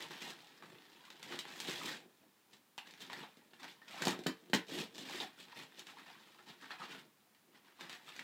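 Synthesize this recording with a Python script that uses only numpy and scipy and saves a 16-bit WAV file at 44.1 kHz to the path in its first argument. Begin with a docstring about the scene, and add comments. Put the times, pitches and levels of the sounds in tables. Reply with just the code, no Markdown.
"""On a living-room floor, a puppy noses, paws and tears at the wrapping paper of a big present.
The paper crinkles and rips in bursts of tiny cracks, creases snap through and taut folds pop.
Paws slap the stretched sheet, which drums on the hollow parcel beneath.
The furnished room adds a short tail, over a bed of faint hiss and a thin electronic whine."""
import sys
import numpy as np
from scipy import signal
from scipy.io import wavfile
from scipy.ndimage import uniform_filter1d

SR = 44100
rng = np.random.default_rng(int(sys.argv[2]) if len(sys.argv) > 2 else 0)


def wav_out(sig):
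    """Save sig, one row per channel (or a flat mono array), as 16-bit PCM at SR to the path in sys.argv[1]."""
    wavfile.write(sys.argv[1], SR, np.round(np.clip(np.atleast_2d(sig).T, -1, 1) * 32767).astype(np.int16))


N = 362943
TIME = np.arange(N) / SR


# rustle bed as the puppy shifts about in the loose paper: (time [s], level [dB])
SHUFFLE_ENVELOPE = [(0, -62.5), (.36, -63), (.55, -66.5), (1.0, -67), (1.45, -63), (1.9, -63), (2.1, -77),
                    (2.7, -86.5), (3.1, -62.5), (3.42, -77), (4.15, -69.5), (4.42, -73), (5.7, -70),
                    (6.2, -66), (6.95, -78.5), (7.2, -81.5), (7.55, -85), (8.2, -61)]
# muzzle and paw strokes that crumple the paper, or rip it when bright:
# (start [s], length [s], level [dB], swell [dB], brightness [dB], push on the parcel [dB re level])
STROKE_CUES = [(0, 0.058, -53.5, -7.5, -4, -4), (0.104, 0.081, -57.5, -2.5, 0, -5),
               (0.214, 0.083, -55, -2, 4.5, -4), (.62, 0.14, -65, -1, -9.5, 3),
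               (1.234, 0.11, -54, 10.5, -4.5, -3.5), (1.48, 0.22, -57.5, 7, 4, -5),
               (1.675, 0.17, -53, -6.5, 5, -2.5), (1.849, 0.1, -51.5, -7, 3, -2.5),
               (2.53, 0.012, -67.5, -1, 4, 1.5), (2.87, 0.054, -64.5, -11, -4, -4.5),
               (3.012, 0.035, -58, -6, 4.5, -6), (3.12, 0.11, -54.5, 2, -6.5, -5.5),
               (3.608, 0.028, -54, 3.5, -5.5, -10.5), (3.685, 0.018, -58.5, 0, -0.5, -12),
               (3.884, 0.14, -52.5, 7, -5, -8), (4.022, 0.086, -44.5, 1, -5, -1.5),
               (4.698, .11, -52.5, 5, 6, 3.5), (4.948, 0.074, -63, 3.5, 11, 9),
               (5.059, 0.17, -51.5, 5.5, 1, -5.5), (5.393, 0.038, -63, -3, 6.5, -1),
               (5.485, 0.043, -60, 3, -10.5, -15), (5.57, 0.061, -56.5, -6.5, 0.5, -3),
               (5.786, 0.017, -62, -8, 5, -3.5), (5.882, 0.017, -59, 0, 1, -11),
               (5.978, 0.017, -58.5, 1, -6, -7.5), (6.068, 0.1, -60.5, -7, -9, -13),
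               (6.484, 0.014, -56, -1.5, -4, -6), (6.621, .055, -58, -6, -5, -8.5),
               (6.712, 0.02, -50, -4, -11.5, -17), (6.806, 0.033, -48.5, 1.5, -11, -12),
               (6.908, 0.1, -57, -10.5, -3, -4.5), (7.548, .03, -65, -5, -9.5, -7),
               (7.655, 0.056, -66.5, -3.5, -9, -9), (7.807, .04, -53, -3, -7.5, -8.5),
               (7.9, 0.04, -55, 1, -3.5, -29), (8.079, 0.023, -58.5, -7, -3, -17),
               (8.165, 0.026, -59, -3.5, -0.5, -14)]
# the puppy leans on the parcel and rubs it: (start [s], length [s], push [dB])
LEAN_CUES = [(1.99, 0.076, -66), (2.219, 0.029, -66.5), (3.38, 0.22, -73.5), (4.13, .07, -55.5),
             (4.435, 0.034, -64), (7.03, 0.037, -67), (7.475, 0.018, -68.5)]


def handling():
    """The puppy's moves sum to three dB envelopes: crinkle level, brightness and push on the parcel."""
    t = TIME[::40]
    paper_release, push_release = 318.5, 236   # dB per second
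    power = from_db(np.interp(t, *np.transpose(SHUFFLE_ENVELOPE))) ** 2
    bright = -2.5 * power   # weighted by power: the loudest move sets the tone
    push = power * from_db(-4.5) ** 2
    for start, length, level_db, swell_db, bright_db, push_db in STROKE_CUES:
        stroke = from_db(level_db) ** 2 * gesture(t, start, length, swell_db, paper_release)
        power += stroke
        bright += stroke * bright_db
        push += from_db(level_db + push_db) ** 2 * gesture(t, start, length, swell_db, push_release)
    for start, length, push_db in LEAN_CUES:
        push += from_db(push_db) ** 2 * gesture(t, start, length, 0, push_release)
    envelopes = 10 * np.log10(power), bright / power, 10 * np.log10(push)
    return [np.interp(TIME, t, envelope) for envelope in envelopes]


def gesture(t, start, length, swell_db, release_db_per_s, attack_db_per_s=483):
    """Power envelope of one move: a quick attack, a hold that swells or slackens, a release."""
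    age = t - start
    held_db = swell_db * (np.clip(age / length, 0, 1) - .5)
    fade_db = attack_db_per_s * np.maximum(-age, 0) + release_db_per_s * np.maximum(age - length, 0)
    return from_db(held_db - np.minimum(fade_db, 100)) ** 2


def crinkling(level_db, bright_db, push_db):
    """The harder the paper is pulled, the more cracks a second; the same handling rubs the parcel."""
    per_s = 2400 * from_db(.45 * (level_db + 55))
    cracks = crackle(per_s, spread_db=3.5, clump_db=1.5, clump_hz=130) * from_db(level_db + 3.5)
    sheet = paper(cracks * tautness(), bright_db, scatter_db=3.5, fold_db=1)
    fibres = crackle(per_s, spread_db=3, clump_db=3.5, clump_hz=170) * from_db(level_db + 6)
    sheet += ripping(fibres, bright_db)
    sheet += facets(level_db + 3)
    rubs = crackle(per_s, spread_db=2, clump_db=3, clump_hz=110) * from_db(push_db + 15.5)
    return sheet, parcel(rubs, thud_db=-5, floor_db=-30)


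def crackle(per_s, spread_db, clump_db, clump_hz):
    """Tiny cracks in avalanches, many weak and a few strong, with the denser stretches compressed."""
    sizes = from_db(spread_db * np.minimum(rng.exponential(1, N), 5)) * rng.choice([-1, 1], N)
    cracks = sizes * triggers(per_s) * from_db(clump_db * drift(clump_hz))
    slow_power = np.abs(uniform_filter1d(cracks ** 2, size=1800))
    return cracks / np.sqrt(slow_power + 0.029)


# tone of one crack: (frequency [Hz], level [dB])
CRACK_EQ = [(450, -15), (650, -14.5), (900, -5.5), (1300, -5), (1900, 0.5), (2700, -5.5), (3800, 4),
            (5500, -14), (7500, -16.5), (10000, -25), (14500, -18)]
# how far each band follows a crack's brightness: (frequency [Hz], amount [dB per dB])
BRIGHTNESS_TRACKING = [(1300, 0), (3200, 0.52), (7000, 0.97), (13000, 0.79)]
# resonances of the stretched sheet: (frequency [Hz], bandwidth [Hz], level [dB])
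SHEET_RESONANCES = [(886, 200, 2.5), (1815, 244, -3.5), (2370, 170, -7), (3860, 1000, -14),
                    (7530, 2400, 2.5)]


def paper(cracks, bright_db, scatter_db=0, fold_db=0):
    """Cracks radiate, coloured by chance and by the shifting folds, then ring in the stretched sheet."""
    direct, at = np.zeros(N), np.flatnonzero(cracks)
    for k, (hz, sos) in enumerate(bands(first=8)):   # 500 Hz and up
        colour_db = scatter_db * rng.standard_normal(N)[at] + fold_db * drift(25)[at]
        tone_db = at_hz(CRACK_EQ, hz) + at_hz(BRIGHTNESS_TRACKING, hz) * bright_db[at]
        band = np.full(N, 1e-18)
        band[at] = cracks[at] * from_db(tone_db + colour_db)
        direct += signal.sosfilt(sos, band) * (-1) ** k
    ringing = 0
    for hz, width, level_db in SHEET_RESONANCES:
        radius = np.exp(-np.pi * width / SR)
        ringing += from_db(level_db) * (1 - radius ** 2) / 2 * resonate(direct, hz, radius)
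    return direct + ringing


def ripping(fibres, bright_db, threshold_db=0.5):
    """Parting fibres rasp on the sheet's free edge; the layer fades in on bright strokes."""
    gate = 1 / (1 + from_db(-4 * (bright_db - threshold_db)))
    return filtered(fibres * gate + 1e-18, "band", [2535, 3705])


def facets(level_db, per_s=70, t60_cycles=24.3, count=24):
    """Small facets of the crumpled paper flip at random, each ringing at a pitch set by its size."""
    at = np.flatnonzero(triggers(per_s))
    gains = from_db(level_db + 5.2 * np.clip(rng.standard_normal(N), -2, 2))[at]
    facet, out = rng.integers(0, count, N)[at], np.zeros(N)
    for k, hz in enumerate(np.geomspace(750, 5200, count)):
        flips = np.full(N, 1e-18)
        flips[at] += gains * (facet == k)
        radius = from_db(-60 * hz / (t60_cycles * SR))
        out += resonate(flips, hz, radius, feed=[0, np.sin(2 * np.pi * hz / SR)])
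    return filtered(out, "high", 600)


# featured creases snapping through: (time [s], level [dB], brightness [dB])
SNAP_CUES = [(0.024, -31.5, -7.5), (0.108, -28.5, -26), (0.304, -29, -14), (0.471, -48, -7),
             (0.624, -35, -26), (0.919, -43.5, -17), (1.052, -41, -11.5), (1.103, -34, -14),
             (1.229, -34.5, -4.5), (1.323, -24, -23), (1.39, -27.5, -4), (1.453, -28.5, -22),
             (1.602, -31.5, 1), (2.779, -30.5, -10.5), (2.786, -39, -14), (2.909, -45.5, -3),
             (2.938, -36.5, -16), (3.005, -37, -15), (3.1, -25, -32), (3.131, -29.5, -13.5),
             (3.176, -40, -14), (3.238, -33, -37), (3.534, -36, -28), (3.643, -30.5, -18.5),
             (3.817, -39, -31), (4.053, -32, 7.5), (4.108, -34.5, 2), (4.981, -32.5, -8), (5.147, -29, -18),
             (5.202, -27, -28), (5.794, -39.5, 2), (5.8, -36.5, -23), (5.869, -37, -9.5), (5.971, -39, -24),
             (6.391, -36, -32), (6.625, -40, -21), (6.706, -32, -35), (6.802, -33, -24),
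             (6.838, -28.5, -44), (7.348, -50.5, -15), (7.809, -29, -16.5), (7.896, -29.5, -13),
             (7.929, -31.5, -16.5), (8.089, -35, -13), (8.195, -35, -11)]


def snapping(level_db, ticks_per_s=8, tick_bright_db=-16, thump_db=-27):
    """Creases flip with a sharp tick and nudge the parcel; random extra ones ride the crinkle level."""
    at = np.flatnonzero(triggers(ticks_per_s))
    tick_db = level_db + 12.5 + 5 * np.clip(rng.standard_normal(N), -2, 2)
    creases = list(SNAP_CUES) + [(i / SR, tick_db[i], tick_bright_db) for i in at]
    cues = sorted((*crease, thump_db) for crease in creases)
    cracks, bright_db, thumps = buckles(cues, shower_db=-6.5, decay_s=0.0051)
    snaps = paper(cracks * from_db(8.5), bright_db + 12)
    return snaps, parcel(thumps * from_db(36.5), thud_db=-4.5, floor_db=-14)


def tautness(duck_db=-1.5, hold_s=.016):
    """Just before a featured crease gives way, the paper holds taut and the crackle ducks."""
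    gain = np.ones(N)
    for time, *_ in SNAP_CUES:
        gain[max(int((time - hold_s) * SR), 0):int(time * SR)] = from_db(duck_db)
    return gain


def buckles(cues, shower_db, decay_s):
    """Each buckle is one crack, a dying shower of small ones and a thump for the parcel."""
    cracks, brightness, thumps = np.zeros((3, N))
    age = np.arange(SR // 16) / SR
    for time, level_db, bright_db, thump_db in cues:
        at = int(round(time * SR))
        grains = rng.choice([-1, 1], len(age)) * triggers(2000, len(age))
        shower = grains * from_db(shower_db) * np.exp(-age / decay_s)
        shower[0] = 1   # the leading crack
        cracks[at:at + len(age)] += from_db(level_db) * shower[:N - at]
        brightness[at:] = bright_db
        thumps[at] = from_db(level_db + thump_db)
    return cracks, brightness, thumps


# paw hits on the taut paper: (time [s], level [dB], brightness [dB], thump send [dB])
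PAW_CUES = [(1.686, -31, -13, -8.5), (3.371, -46, -19, -14), (4.021, -38.5, 8.5, -9),
            (4.07, -19, -14.5, -9), (4.081, -34.5, 8.5, -27), (4.191, -37.5, -11, -3.5),
            (4.237, -40.5, -9, -18), (4.263, -16.5, -41, -14.5), (4.267, -23, -8, -36),
            (4.275, -30, -45, -3.5), (4.499, -45.5, -12, -3.5), (4.533, -9.5, -28, -19.5),
            (4.538, -33.5, -4, -1), (4.548, -27, 0, -3)]


def pawing():
    """A paw crushes the paper and drums on the parcel."""
    cracks, bright_db, thumps = buckles(PAW_CUES, shower_db=-5, decay_s=0.0037)
    slaps = paper(cracks * from_db(9), bright_db + 14.5)
    return slaps, parcel(thumps * from_db(41.5), thud_db=-16.5, floor_db=-28)


# pitched pops of taut folds: (time [s], level [dB], pitch [Hz], t60 [s])
POP_CUES = [(0.623, -52, 1157, 0.041), (2.780, -40, 850, 0.022), (2.785, -35, 2790, 0.01),
            (3.099, -39, 1180, 0.0091), (3.133, -44, 1940, .03), (3.237, -40.5, 800, 0.0078),
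            (3.819, -52, 1820, 0.034), (4.072, -26, 850, 0.014), (4.535, -25.5, 1890, 0.017),
            (5.202, -26, 3720, 0.0074), (5.971, -52, 927, 0.031), (6.388, -53, 1370, .025),
            (6.707, -33, 1470, 0.0052), (6.712, -49, 1750, 0.053), (7.27, -67, 735, 0.045),
            (8.193, -29.5, 1980, 0.0061)]


def popping():
    """A taut fold rings briefly when it gives way."""
    out, age = np.zeros(N), np.arange(SR // 8) / SR
    for time, level_db, hz, t60 in POP_CUES:
        at = int(round(time * SR))
        ring = np.cos(2 * np.pi * hz * age) * from_db(level_db - 60 * age / t60)
        out[at:at + len(age)] += ring[:N - at]
    return filtered(out, "band", [500, 4500])


# body of the hollow parcel: (frequency [Hz], level [dB], t60 [s])
BODY_MODES = [(155.7, -9.5, .1), (184, -2, 0.23), (223.7, -1, 0.067), (266.5, 2, 0.077), (311, 1, 0.15),
              (346.5, 2, 0.06), (445, -3.5, 0.59), (457.4, -8, 0.73), (541, -5, 0.22)]


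def parcel(push, thud_db, floor_db):
    """Pushes drum on the parcel's modes, over a dead thud from its skin and a faint one from the floor."""
    skin = filtered(push + 1e-18, "band", [130, 650])
    skin = filtered(skin, "high", 125, order=4)   # too small to radiate deep bass
    body = from_db(thud_db) * skin
    for hz, level_db, t60 in BODY_MODES:
        radius = from_db(-60 / (t60 * SR))
        body += from_db(level_db) * (1 - radius) * resonate(skin, hz, radius)
    return body + from_db(floor_db) * filtered(push + 1e-18, "band", [20, 80])


# reverb time of the furnished room: (frequency [Hz], t60 [s])
ROOM_DECAY = [(200, 0.14), (1000, 0.23), (3000, 0.21), (7000, 0.14), (15000, 0.16)]


def room(x, tail_db, early_db, early_s, spots):
    """Early reflections and a diffuse tail; the sound hops between spots, each with its own echoes."""
    age = np.arange(SR // 3) / SR
    tails = 0
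    for hz, sos in bands():
        noise = signal.sosfilt(sos, rng.standard_normal((spots, len(age))))
        tails += noise * from_db(-60 * age / at_hz(ROOM_DECAY, hz))
    tails *= np.minimum(age / 0.011, 1)
    hop = 400   # samples between draws of a spot on the paper
    spot = rng.integers(0, spots, N)[np.arange(N) // hop]
    out = x.copy()
    for k, tail in enumerate(tails):
        early = rng.standard_normal(len(age)) * triggers(3000, len(age))
        early *= np.exp(-age / early_s) * (age > .001)
        response = from_db(tail_db) * tail / np.linalg.norm(tail)
        response += from_db(early_db) * early / np.linalg.norm(early)
        crossfade = np.sin(np.pi / 2 * uniform_filter1d(1. * (spot == k), size=hop))
        out += signal.oaconvolve(x * crossfade, response)[:N]
    return out


# still room and microphone hiss: (frequency [Hz], relative density [dB])
HISS_EQ = [(18, -48), (30, -15.5), (59, -37), (106, -6), (203, 3), (353, 0), (662, -8.5), (816, -4),
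           (1790, -7.5), (7780, -14.5), (13500, -14), (14600, -12), (15800, -18)]
# faint electronic whine: (frequency [Hz], level [dB rms])
WHINE_TONES = [(14970, -89), (15030, -89)]


def room_tone(hiss_db=-72):
    """A steady bed of hiss with a thin electronic whine on top."""
    hiss = sum(from_db(at_hz(HISS_EQ, hz)) * signal.sosfilt(sos, rng.standard_normal(N))
               for hz, sos in bands())
    whine = sum(np.sqrt(2) * from_db(db) * np.sin(2 * np.pi * hz * TIME) for hz, db in WHINE_TONES)
    return from_db(hiss_db) * rms_one(hiss) + whine


def from_db(db):
    """Decibels to gain."""
    return 10 ** (np.asarray(db) / 20)


def rms_one(x):
    """Normalise to rms 1."""
    return x / np.sqrt(np.mean(x ** 2) + 1e-20)


def at_hz(curve, hz):
    """Read a curve on a log-frequency axis."""
    frequencies, values = np.transpose(curve)
    return np.interp(np.log(hz), np.log(frequencies), values)


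def bands(first=0):
    """Half-octave filter bank, 31 Hz to 16 kHz, as (centre [Hz], filter) from band `first` upward."""
    edges = 500 * 2 ** (np.arange(first - 8, 11) / 2)
    return [(np.sqrt(lo * hi), signal.butter(2, [lo, hi], "band", fs=SR, output="sos"))
            for lo, hi in zip(edges, edges[1:])]


def filtered(x, kind, hz, order=2):
    """Flat-topped filter."""
    return signal.sosfilt(signal.butter(order, hz, kind, fs=SR, output="sos"), x)


def resonate(x, hz, radius, feed=(1, 0, -1)):
    """Two-pole resonator: the nearer the radius is to 1, the longer the ring."""
    return signal.lfilter(feed, [1, -2 * radius * np.cos(2 * np.pi * hz / SR), radius ** 2], x)


def triggers(per_s, samples=N):
    """Random impulses at an average rate."""
    return rng.random(samples) < per_s / SR


def drift(rate_hz):
    """Smooth random modulation at rms 1."""
    knots = rng.standard_normal(N // 20)
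    return rms_one(np.interp(TIME * rate_hz, np.arange(len(knots)), knots))


def scene():
    """Three stems over room tone; snaps and slaps on the parcel's near face sit drier than the rustle."""
    level_db, bright_db, push_db = handling()
    rustle, rubs = crinkling(level_db, bright_db, push_db)
    snaps, knocks = snapping(level_db)
    slaps, thumps = pawing()
    sheet = room(rustle + popping(), tail_db=-5, early_db=-2, early_s=0.0076, spots=12)
    hits = room(snaps + slaps, tail_db=-4, early_db=-6, early_s=0.0047, spots=10)
    body = room(rubs + knocks + thumps, tail_db=-8, early_db=-7, early_s=0.0065, spots=4)
    return (sheet + hits + body + room_tone())[None]


def record(dry):
    """A steep high cut at 15.9 kHz."""
    return signal.sosfilt(signal.ellip(10, .2, 70, 15900, fs=SR, output="sos"), dry)


dry = scene()
out = record(dry)
wav_out(out)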